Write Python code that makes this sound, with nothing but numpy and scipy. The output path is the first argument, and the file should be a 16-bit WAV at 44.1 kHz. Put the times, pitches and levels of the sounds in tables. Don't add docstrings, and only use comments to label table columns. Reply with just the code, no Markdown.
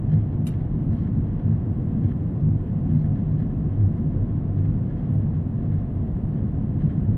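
import sys
import numpy as np
from scipy.fft import rfft, irfft, next_fast_len
from scipy.io import wavfile
from scipy.ndimage import map_coordinates

SR = 44100
rng = np.random.default_rng(int(sys.argv[2]) if len(sys.argv) > 2 else 0)


def unload_audio(sound):
    columns = np.transpose(np.atleast_2d(sound))
    steps = np.round(np.clip(columns, -1, 1) * 32767)
    wavfile.write(sys.argv[1], SR, steps.astype(np.int16))


N = 316197


def amp(db):
    return 10 ** (np.asarray(db) / 20)


def unit(x):
    return x / np.sqrt(np.mean(x ** 2) + 1e-20)


def along(points, hz):
    f, v = np.transpose(points)
    return np.interp(np.log(hz + 1), np.log(f), v)


def clock():
    return np.arange(N) / SR


def curves(rows):
    s, *cols = np.transpose(rows)
    return [np.interp(clock(), s, c) for c in cols]


def wobble(rate):
    knots = rng.standard_normal(int(N * rate / SR) + 4)
    return map_coordinates(knots, [np.arange(N) * rate / SR])


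def filtered(x, response):
    m = next_fast_len(N + SR // 2)
    return irfft(rfft(x, m) * response(np.fft.rfftfreq(m, 1 / SR)), m)[..., :N]


def swell(s, half):
    return np.exp(-.5 * np.minimum(((clock() - s) / half) ** 2, 100))


def fading(s, t60, attack_s=.0003):
    age = np.maximum(clock() - s, 0)
    rise = 1 - np.exp(-age / attack_s)
    return rise * amp(-60 * np.minimum(age / t60, 4))


def resonance(hz, centre, width):
    return 1 / (1 + (2 * (hz - centre) / width) ** 2)


def humps(resonances, hz):
    return sum(db * resonance(hz, centre, width) for centre, width, db in resonances)


def bands(resonances, hz):
    return 20 * np.log10(sum(amp(db) * resonance(hz, centre, width) for centre, width, db in resonances))


# (frequency [Hz], coherence [0 to 1])
STEREO_COHERENCE = [(30, .99998), (60, .99993), (100, .9989), (160, .9989), (230, .9955), (320, .995),
                    (420, .967), (520, .955), (1050, .935), (1250, .79), (1500, .82), (1850, .73),
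                    (2200, .33), (2800, .56), (3600, .25), (4200, .35), (7000, .08)]
# (frequency [Hz], lead [rad])
LEFT_LEAD = [(1700, 0), (1950, .4), (2250, 2.0), (2800, .9), (3200, 1.6), (3600, 1.7), (3900, 3.2),
             (6000, 3.4), (8500, 1.5)]


def noise(colour, ripple_db=0, ripple_hz=35):
    knots = rng.standard_normal(4096)

    def ripple(hz):
        return ripple_db * hz / (hz + 500) * map_coordinates(knots, [hz / ripple_hz], mode="mirror")

    def mid_side_shape(hz):
        turn = np.arccos(np.clip(along(STEREO_COHERENCE, hz), -1, 1)) / 2
        return amp(colour(hz) + ripple(hz)) * [np.cos(turn), np.sin(turn)]

    def lead(hz):
        return np.exp(.5j * np.outer([1, -1], along(LEFT_LEAD, hz)))

    mid, side = filtered(rng.standard_normal((2, N)), mid_side_shape)
    return unit(filtered(np.array([mid + side, mid - side]), lead))


# (frequency [Hz], relative level [dB per Hz])
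SHUDDER_SPECTRUM = [(10, -33), (22, -11.5), (36, 0), (50, -3), (68, -3.5), (80, -2.5), (95, -13),
                    (200, -48.5), (600, -120)]
# (frequency [Hz], relative level [dB per Hz])
ROAR_SPECTRUM = [(20, -52), (62, -10.5), (84, 2.5), (101, 1), (135, 4.5), (160, 2), (190, 0.5), (218, -2),
                 (250, -3.5), (300, -7.5), (365, -14.5), (400, -20.5), (700, -67.5), (2000, -120)]
# (time [s], level [dB])
ROAR_LEVELS = [(0.5, -26.5), (1.1, -25.5), (1.4, -27), (1.97, -25), (2.3, -27), (2.95, -26), (3.7, -26),
               (4.5, -26), (5.1, -26), (5.95, -27.5), (6.45, -26), (7.1, -26)]
# (frequency [Hz], relative level [dB per Hz])
RUSH_SPECTRUM = [(150, -12.5), (350, 6), (560, -0.5), (700, -2.5), (850, -7.5), (1100, -11.5),
                 (1350, -16.5), (1750, -18.5), (2080, -22.5), (2320, -26), (3100, -30), (4500, -39.5),
                 (7000, -54), (16000, -89)]
# (frequency [Hz], width [Hz], boost [dB])
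WALL_PANELS = [(433, 17, 2), (495.5, 22, 4), (717, 55, 4), (1077, 49, 4), (2070, 61, 1), (2760, 240, 2),
               (3900, 150, 1.5)]
SHUDDER_DB, RUSH_DB = -33, -44.5


def airframe():
    roar_db, = curves(ROAR_LEVELS)
    shudder = amp(SHUDDER_DB + 0.46 * wobble(6.1)) * noise(lambda hz: along(SHUDDER_SPECTRUM, hz))
    roar = amp(roar_db) * noise(lambda hz: along(ROAR_SPECTRUM, hz))
    rush_noise = noise(lambda hz: along(RUSH_SPECTRUM, hz) + humps(WALL_PANELS, hz),
                       ripple_db=1.56, ripple_hz=16)
    rush = amp(RUSH_DB + .3 * wobble(8.8)) * rush_noise
    return shudder + roar + rush


# (time [s], half length [s], lower resonance level [dB], middle level [dB], upper level [dB])
SURGES = [(0.136, 0.028, -37, -17.5, -41.5), (0.178, 0.025, -18.5, -31.5, -29),
          (0.922, 0.021, -21, -26, -28), (1.183, .022, -28, -26, -25.5), (1.506, 0.032, -20, -22.5, -27),
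          (1.972, 0.012, -41, -37, -20), (2.048, 0.021, -17.5, -24.5, -34),
          (2.098, 0.03, -42.5, -37, -29.5), (2.449, 0.029, -30, -18.5, -43), (2.515, 0.06, -23, -41.5, -40),
          (2.947, 0.048, -24.5, -19, -27), (3.089, 0.075, -46, -24.5, -33),
          (3.362, 0.074, -31, -22.5, -39.5), (3.842, 0.048, -16.5, -28, -35.5),
          (4.595, 0.046, -20, -26, -47), (4.702, 0.025, -20, -27, -37.5), (5.2, 0.057, -23, -44, -44),
          (5.367, 0.037, -24, -23.5, -41.5), (5.712, 0.07, -25.5, -25.5, -40), (6.448, .02, -38, -34, -31),
          (6.852, 0.017, -31.5, -18.5, -28), (7.099, 0.019, -17.5, -45, -28.5)]


def surge(index):
    return np.sqrt(sum((amp(levels[index]) * swell(s, half)) ** 2 for s, half, *levels in SURGES))


# (frequency [Hz], width [Hz], drone level between surges [dB], surge pitch wander [Hz])
CABIN_RESONANCES = [(101.3, 23, -30, 4), (153.1, 18, -32, 4), (222, 36, -39.5, 12)]
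SURGE_FLUTTER_DB = -1.07


def booms():
    out = np.zeros((2, N))
    for k, (centre, width, drone_db, wander_hz) in enumerate(CABIN_RESONANCES):
        drone = noise(lambda hz: 20 * np.log10(resonance(hz, centre, width)))
        pitch_hz = centre + wander_hz * wobble(26)
        tone = np.sqrt(2) * np.sin(2 * np.pi * np.cumsum(pitch_hz) / SR)
        swelling, steady = surge(k), amp(drone_db)
        free_share = steady / np.hypot(steady, swelling)
        flutter = amp(SURGE_FLUTTER_DB * wobble(27))
        out += steady * free_share * drone + swelling * flutter * tone
    return out


# (frequency [Hz], relative level [dB per Hz])
VENT_SPECTRUM = [(2000, -17), (5500, 0), (6800, -5), (7800, 2.5), (9200, -1.5), (10400, 3.5), (12000, -3),
                 (13000, -9), (14000, -19.5), (16000, -33.5)]


def vents():
    level = amp(-82.0 + 1.4 * wobble(6.3))
    return level * noise(lambda hz: along(VENT_SPECTRUM, hz), ripple_db=0.5)


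# (time [s], level [dB], half length [s], crisp crackle level [dB])
TRIM_RUSTLES = [(0.134, -57, 0.014, -71.5), (0.188, -70.5, 0.02, -84), (0.331, -63, .01, -91),
                (0.738, -79, 0.02, -80.5), (0.928, -65, 0.013, -74), (1.01, -64, 0.046, -74.5),
                (1.17, -74, .02, -80), (1.526, -73.5, 0.013, -77), (2.053, -60, 0.02, -82),
                (2.112, -60.5, 0.016, -92.5), (2.41, -74, 0.0058, -74), (2.912, -63, 0.017, -89.5),
                (2.947, -70, .01, -75), (3.0, -69.5, 0.024, -73), (3.173, -69, 0.011, -90),
                (3.406, -62.5, 0.017, -71.5), (3.983, -65, 0.0088, -80), (4.588, -68, .012, -73.5),
                (4.654, -63, 0.01, -85), (4.705, -71, 0.0066, -76), (4.887, -66, 0.03, -89),
                (4.992, -64, .025, -80.5), (5.361, -61.5, 0.0059, -90), (5.78, -72, .007, -79),
                (6.9, -69.5, 0.06, -85.5)]
# (frequency [Hz], relative level [dB per Hz])
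RUSTLE_SPECTRUM = [(600, -15.5), (1200, -1), (1900, 2.5), (2450, -7.5), (3200, -8.5), (4200, -18.5),
                   (5600, -23.5), (7500, -30.5), (11000, -31.5), (15000, -52)]
# (frequency [Hz], width [Hz], boost [dB])
TRIM_RESONANCES = [(1700, 130, 6), (2100, 100, 6), (3200, 220, 7), (4010, 200, 6), (4870, 250, 2)]
# (frequency [Hz], relative level [dB per Hz])
CRACKLE_SPECTRUM = [(2800, -36), (3600, -9.5), (4000, 1.5), (4400, -2.5), (4900, -5), (5600, -9),
                    (6300, -12.5), (7200, -20), (10000, -40.5)]
# (time [s], level [dB])
TRIM_TICKS = [(.205, -62.5), (.5251, -55), (.5385, -57), (1.394, -54), (3.1557, -55), (3.3992, -60)]
TICK_T60_S = 0.08
# (time [s], level [dB], half length [s], frequency [Hz])
TRIM_CHIRPS = [(0.46, -56, .0035, 10700), (0.836, -74, .02, 10280), (.94, -74, 0.02, 10200),
               (2.941, -72, .02, 9950), (3.054, -73.5, 0.011, 10530), (3.41, -77.5, 0.016, 10350),
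               (3.815, -80, 0.018, 9260), (5.132, -66, 0.012, 10800), (5.179, -71.5, .024, 10200),
               (5.745, -72, .012, 10370), (5.944, -76, .025, 11000), (6.28, -74.5, 0.029, 10260),
               (7.043, -72, 0.0059, 10600)]


def trim(chirp_width_hz=350, scratch_width_hz=1800, scratch_db=-4, grain_db=2.5, restless_db=-71):
    grain = unit(amp(grain_db * wobble(270)))

    bed = amp(restless_db + 4.0 * wobble(35))
    rubbing = bed + sum(amp(db) * swell(s, half) for s, db, half, _ in TRIM_RUSTLES)
    ticking = sum(amp(db) * fading(s, TICK_T60_S) for s, db in TRIM_TICKS)
    body = noise(lambda hz: along(RUSTLE_SPECTRUM, hz) + humps(TRIM_RESONANCES, hz), ripple_db=2.5)
    rustles = np.hypot(rubbing * grain, ticking) * body

    crackling = sum(amp(db) * swell(s, half) for s, _, half, db in TRIM_RUSTLES)
    crackle = crackling * grain * noise(lambda hz: along(CRACKLE_SPECTRUM, hz), ripple_db=2.5)

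    def slow_noise(width):
        return unit(filtered(rng.standard_normal((2, N)), lambda hz: np.exp(-.5 * (hz / width) ** 2)))

    scratch = amp(scratch_db) * grain * slow_noise(scratch_width_hz)
    scrape = unit(slow_noise(chirp_width_hz) + scratch)
    chirps = sum(amp(db) * swell(s, half) * np.sin(2 * np.pi * hz * clock())
                 for s, db, half, hz in TRIM_CHIRPS)
    return rustles + crackle + scrape * chirps


# (frequency [Hz], width [Hz], level [dB])
PANEL_MODES = [(2050, 60, 3), (3120, 150, 0)]
PANEL_S, PANEL_DB, PANEL_T60_S = 0.11, -65.5, 0.6


def panel():
    return amp(PANEL_DB) * fading(PANEL_S, PANEL_T60_S) * noise(lambda hz: bands(PANEL_MODES, hz))


# (time [s], level [dB], half length [s])
SNAP_SCRAPE = (.4645, -58, .0025)
# (frequency [Hz], width [Hz], level [dB])
RATTLE_RESONANCES = [(2720, 160, 0.5), (3020, 220, -0.5), (3850, 150, -4), (4450, 200, -7),
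                     (5430, 300, -13), (6000, 300, -15)]
RATTLE_S, RATTLE_DB, RATTLE_T60_S = .483, -58.5, 0.32


def rattle(grain_db=4.0):
    s, db, half = SNAP_SCRAPE
    level = amp(db) * swell(s, half) + amp(RATTLE_DB) * fading(RATTLE_S, RATTLE_T60_S)
    grain = unit(amp(grain_db * wobble(450)))
    return level * grain * noise(lambda hz: bands(RATTLE_RESONANCES, hz))


# (time [s], level [dB])
CLICK_CONTACTS = [(0.4681, -39.5), (0.474, -41.5), (0.485, -50.5)]
# (frequency [Hz], relative level [dB per Hz])
CRACK_SPECTRUM = [(500, -16), (1400, -1), (2300, -6), (2850, 7), (3450, -2.5), (3850, 5.5), (4150, -9.5),
                  (4450, -1), (4900, -6), (6000, -6), (8000, -2), (9000, -3.5), (9800, -4.5), (10900, 5),
                  (11700, 0.5), (12600, -7.5), (14000, -10.5), (16000, -12)]
# (frequency [Hz], relative level [dB], t60 [s])
STRUCK_MODES = [(1150, -9, .08), (1550, -8.5, .07), (2040, -18, 0.11), (2350, -9, 0.095),
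                (2710, -11, 0.055), (2920, -11.5, 0.099), (3810, -13, 0.07), (4560, -20, .065),
                (7970, -22, .07), (10750, -12, .055), (11400, -13, .05)]


def click(t60=0.055, tail_t60=0.24, tail_db=-22, ring_db=-3.0, scatter_db=0.5):
    power = 0
    for s, db in CLICK_CONTACTS:
        tail = amp(tail_db) * fading(s, tail_t60)
        power = power + amp(db) ** 2 * (fading(s, t60) ** 2 + tail ** 2)
    out = np.sqrt(power) * noise(lambda hz: along(CRACK_SPECTRUM, hz), ripple_db=2.6, ripple_hz=69.8)

    t = np.arange(SR // 4) / SR
    for s, db in CLICK_CONTACTS:
        for hz, level_db, ring_t60 in STRUCK_MODES:
            stereo_lead = np.array([[.5], [-.5]]) * along(LEFT_LEAD, hz)
            phase = 2 * np.pi * (hz * t + rng.random()) + stereo_lead
            start_db = db + ring_db + level_db + scatter_db * rng.standard_normal()
            ring = amp(start_db - 60 * t / ring_t60) * np.sin(phase)
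            out[:, round(s * SR):][:, :len(t)] += ring
    return out


def scene():
    return airframe() + booms() + vents() + trim() + panel() + rattle() + click()


TOP_HZ = 15800


def record(dry):
    return filtered(dry, lambda hz: 1 / (1 + (hz / TOP_HZ) ** 80))


dry = scene()
out = record(dry)
unload_audio(out)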